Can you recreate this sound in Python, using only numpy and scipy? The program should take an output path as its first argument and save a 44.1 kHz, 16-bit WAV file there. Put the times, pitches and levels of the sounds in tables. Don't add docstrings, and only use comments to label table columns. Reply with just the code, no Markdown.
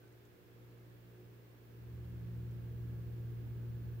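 import sys
import numpy as np
from scipy import signal
from scipy.io import wavfile

SR = 44100
rng = np.random.default_rng(int(sys.argv[2]) if len(sys.argv) > 2 else 0)


def store_pcm(level_fs):
    pcm = np.round(np.clip(level_fs, -1, 1) * 32767).astype(np.int16)
    wavfile.write(sys.argv[1], SR, np.atleast_2d(pcm).T)


N = 176400
TIME = np.arange(N) / SR

# (time [s], level [dB])
HUM_LEVEL = [(0.05, -63), (0.18, -61.5), (0.38, -68.5), (0.61, -58.5), (1.31, -57.5), (1.42, -60),
             (1.6, -60), (1.96, -48), (2.05, -46.5), (2.53, -44), (2.6, -45.5), (2.84, -44), (3.9, -44)]
FULL_HUM_DB = -43.7
# (time [s], speed [turns/s])
SHAFT_SPEED = [(0, 58.7), (.4, 58.8), (.6, 59.15), (1.1, 59.05), (1.5, 58.65), (2.3, 58.75), (3.2, 58.55),
               (4, 58.55)]
# (multiple of shaft speed, level at full hum [dB], share of the swell)
MOTOR_PARTIALS = [(1, -60.5, 0.98), (2, -43.2, 1.06), (4, -68, 0.74), (5, -76, .3), (6, -69, .9),
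                  (7, -79, .3), (8, -76.5, .4), (26, -92.5, .1), (27, -92.5, 0.12), (28, -88.5, .1),
                  (29, -88, 0.12)]
# (time [s], level [dB])
THIRD_PARTIAL = [(0, -87), (.3, -81), (.6, -73), (1.3, -70), (1.6, -77.5), (1.9, -64.5), (2.3, -54),
                 (2.55, -58), (3, -58), (3.65, -67.5), (3.85, -58), (4, -68)]
# (frequency [Hz], left over right [dB])
MOTOR_PAN = [(60, -1), (118, -.2), (235, -6), (295, -9), (352, -5), (470, -7), (1520, 4), (1580, 12),
             (1640, 2), (1700, -10)]
# (frequency [Hz], level at full hum [dB], share of the swell, left over right [dB])
FAN_MAINS_TONES = [(100.9, -69, .9, -3.5), (119.5, -65, .8, 4.5), (202, -70, 0.74, 0), (239.8, -74, 0.9, 3),
                   (298, -75, 0.71, 1.5), (306.5, -79, -0.23, 0), (324, -77.5, .3, -1),
                   (359.8, -67, 0.26, 0), (404, -77, 0.34, 1.5), (507, -82.5, .3, -5.5),
                   (908, -91.5, 0.26, 1)]
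# (frequency [Hz], relative density [dB])
RUMBLE = [(20, -16), (45, -13.5), (65, -9.5), (82, -2.5), (105, -1), (160, -3), (220, -13), (330, -14.5),
          (500, -24.5), (800, -33)]
AIR = [(20, -8), (45, -11.5), (90, -2), (200, -6), (270, -1.5), (330, -4), (450, -0.5), (540, -6),
       (750, -11), (1200, -16), (3000, -37)]
HISS = [(500, -7.5), (1000, -2.5), (1650, 0), (2500, -3.5), (4000, -9), (6000, -13.5), (9000, -16.5),
        (11000, -17), (16000, -9.5)]
TOP_HISS = [(8000, -45), (10500, -28), (12500, -3.5), (14000, 2), (16000, -2)]
# (spectrum, level at full hum [dB], share of the swell)
NOISE_LAYERS = [(RUMBLE, -54.5, 1), (AIR, -66.5, 0.05), (HISS, -68.5, 0.099), (TOP_HISS, -77, 0.15)]
# (frequency [Hz], correlation)
NOISE_LIKENESS = [(40, -0.4), (150, -0.3), (300, 0.9), (450, 0.6), (700, 0), (1500, -0.08), (9000, -0.02),
                  (14000, -0.06)]
# (frequency [Hz], left over right [dB])
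NOISE_PAN = [(60, -2), (250, 3.5), (450, -6.5), (600, -5.5), (1400, -1), (3000, -3.5), (6000, -1),
             (9500, -0.2), (15000, 0.5)]
# (frequency [Hz], width [Hz], level at full hum [dB], share of the swell)
AIR_RESONANCES = [(82.3, 11, -66, 0.89), (135, 25, -70, 0.9), (413, 20, -71.5, .15), (470.5, 16, -73, 0.2)]
# (time [s], level [dB])
WHINE_LEVEL = [(0, -91), (.7, -88), (1.1, -84), (2, -82.5), (3.3, -79.5), (4, -78)]
# (centre time [s], half length [s], frequency [Hz], level [dB])
SQUEAK_AND_RING = [(.05, .035, 1510, -75.5), (1.2, .06, 358, -65)]
# (time [s], level [dB])
HANDLING_TICKS = [(.077, -78.5), (.125, -73.5), (.253, -72.5), (2.511, -76.5)]


def from_db(db):
    return 10 ** (np.asarray(db) / 20)


def unit_power(x):
    return x / np.sqrt(np.mean(x ** 2) + 1e-20)


def in_time(rows):
    return np.interp(TIME, *np.transpose(rows))


def at_hz(rows, hz):
    freqs, values = np.transpose(rows)
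    return np.interp(np.log(hz), np.log(freqs), values)


def pan(db):
    return from_db(np.array([[db], [-db]]) / 2)


def drift(rate_hz):
    step, run_in = 100, 2000
    pole = np.exp(-2 * np.pi * rate_hz * step / SR)
    white = rng.standard_normal(N // step + run_in + 2)
    slow = signal.lfilter([1], [1, -2 * pole, pole * pole], white)[run_in:]
    return np.interp(np.arange(N) / step, np.arange(len(slow)), (slow - slow.mean()) / slow.std())


def tone(cycles, db, pan_db):
    return np.sqrt(2) * from_db(db) * np.sin(2 * np.pi * (cycles + rng.random())) * pan(pan_db)


def bandpass(pair, low_hz, high_hz, order=2):
    band = signal.butter(order, [low_hz, high_hz], "band", fs=SR, output="sos")
    return signal.sosfilt(band, pair)[:, -N:]


def motor_hum(swell_db):
    speed = in_time(SHAFT_SPEED)
    turns = np.cumsum(speed) / SR
    out = tone(3 * turns, in_time(THIRD_PARTIAL), pan_db=-2)
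    for multiple, db, share in MOTOR_PARTIALS:
        waver_db = (multiple > 3) * 1.4 * drift(rate_hz=2.2)
        pan_db = at_hz(MOTOR_PAN, multiple * speed.mean())
        out += tone(multiple * turns, db + share * swell_db + waver_db, pan_db)
    return out


def fan_and_mains(swell_db, waver_db=0.5):
    return sum(tone(hz * TIME, db + share * swell_db - waver_db * drift(rate_hz=2.2), pan_db)
               for hz, db, share, pan_db in FAN_MAINS_TONES)


def electronic_whine(hz=15056):
    return tone(hz * TIME, in_time(WHINE_LEVEL), pan_db=4.5)


def room_noise(swell_db):
    edges = np.geomspace(18, 17500, 31)
    centres, widths = np.sqrt(edges[1:] * edges[:-1]), np.diff(edges)
    layers = []
    for spectrum, db, share in NOISE_LAYERS:
        in_range = centres < 2 * spectrum[-1][0]
        band_power = from_db(at_hz(spectrum, centres)) ** 2 * widths * in_range
        layers.append((band_power / band_power.sum(), from_db(db + share * swell_db) ** 2))
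    out, white = 0, rng.standard_normal((2, 2, N + SR // 2))
    for k, hz in enumerate(centres):
        mid, side = unit_power(bandpass(white[k % 2], edges[k], edges[k + 1]))
        alike = at_hz(NOISE_LIKENESS, hz)
        stereo = np.sqrt(1 + alike) * mid + np.sqrt(1 - alike) * side * [[1], [-1]]
        gain = np.sqrt(sum(fraction[k] * power for fraction, power in layers) / 2)
        out += gain * pan(at_hz(NOISE_PAN, hz)) * stereo
    return out


def air_resonances(swell_db, side_gain=0.65):
    out = 0
    for hz, width, db, share in AIR_RESONANCES:
        turbulence = rng.standard_normal((2, N + SR // 2))
        mid, side = bandpass(turbulence, hz - width / 2, hz + width / 2)
        out += from_db(db + share * swell_db) * unit_power(mid + side_gain * side * [[1], [-1]])
    return out * pan(db=-1.5)


def squeak_and_ring(pitch_jitter=0.025):
    out = 0
    for centre_s, half_s, hz, db in SQUEAK_AND_RING:
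        bell = np.exp(-((TIME - centre_s) / half_s) ** 2)
        cycles = hz * np.cumsum(1 + pitch_jitter * drift(rate_hz=30)) / SR
        out += bell * tone(cycles, db, pan_db=0)
    return out


def handling_ticks(decay_s=0.006):
    envelope = sum(from_db(db) * (TIME >= start) * np.exp(-np.abs(TIME - start) / decay_s)
                   for start, db in HANDLING_TICKS)
    scuff = bandpass(rng.standard_normal((2, N)), low_hz=6350, high_hz=7650, order=1)
    return envelope * unit_power(scuff)


def deep_drone(hz=74.7, start_s=1.67, rise_s=0.37, sag_db_per_s=1.6, waver_db=1.65):
    age = TIME - start_s
    fade_in = np.clip(age / rise_s, 0, 1)
    level_db = -54 - sag_db_per_s * age + waver_db * drift(rate_hz=4)
    return fade_in * tone(hz * TIME, level_db, pan_db=-2.5)


def scene():
    swell_db = in_time(HUM_LEVEL) - FULL_HUM_DB
    background_db = np.maximum(swell_db, -16)
    machines = motor_hum(swell_db) + fan_and_mains(background_db) + deep_drone() + electronic_whine()
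    room = room_noise(background_db) + air_resonances(background_db)
    return machines + room + handling_ticks() + squeak_and_ring()


def record(dry, cutoff_hz=15750):
    return signal.sosfilt(signal.ellip(12, .1, 80, cutoff_hz, fs=SR, output="sos"), dry)


dry = scene()
out = record(dry)
store_pcm(out)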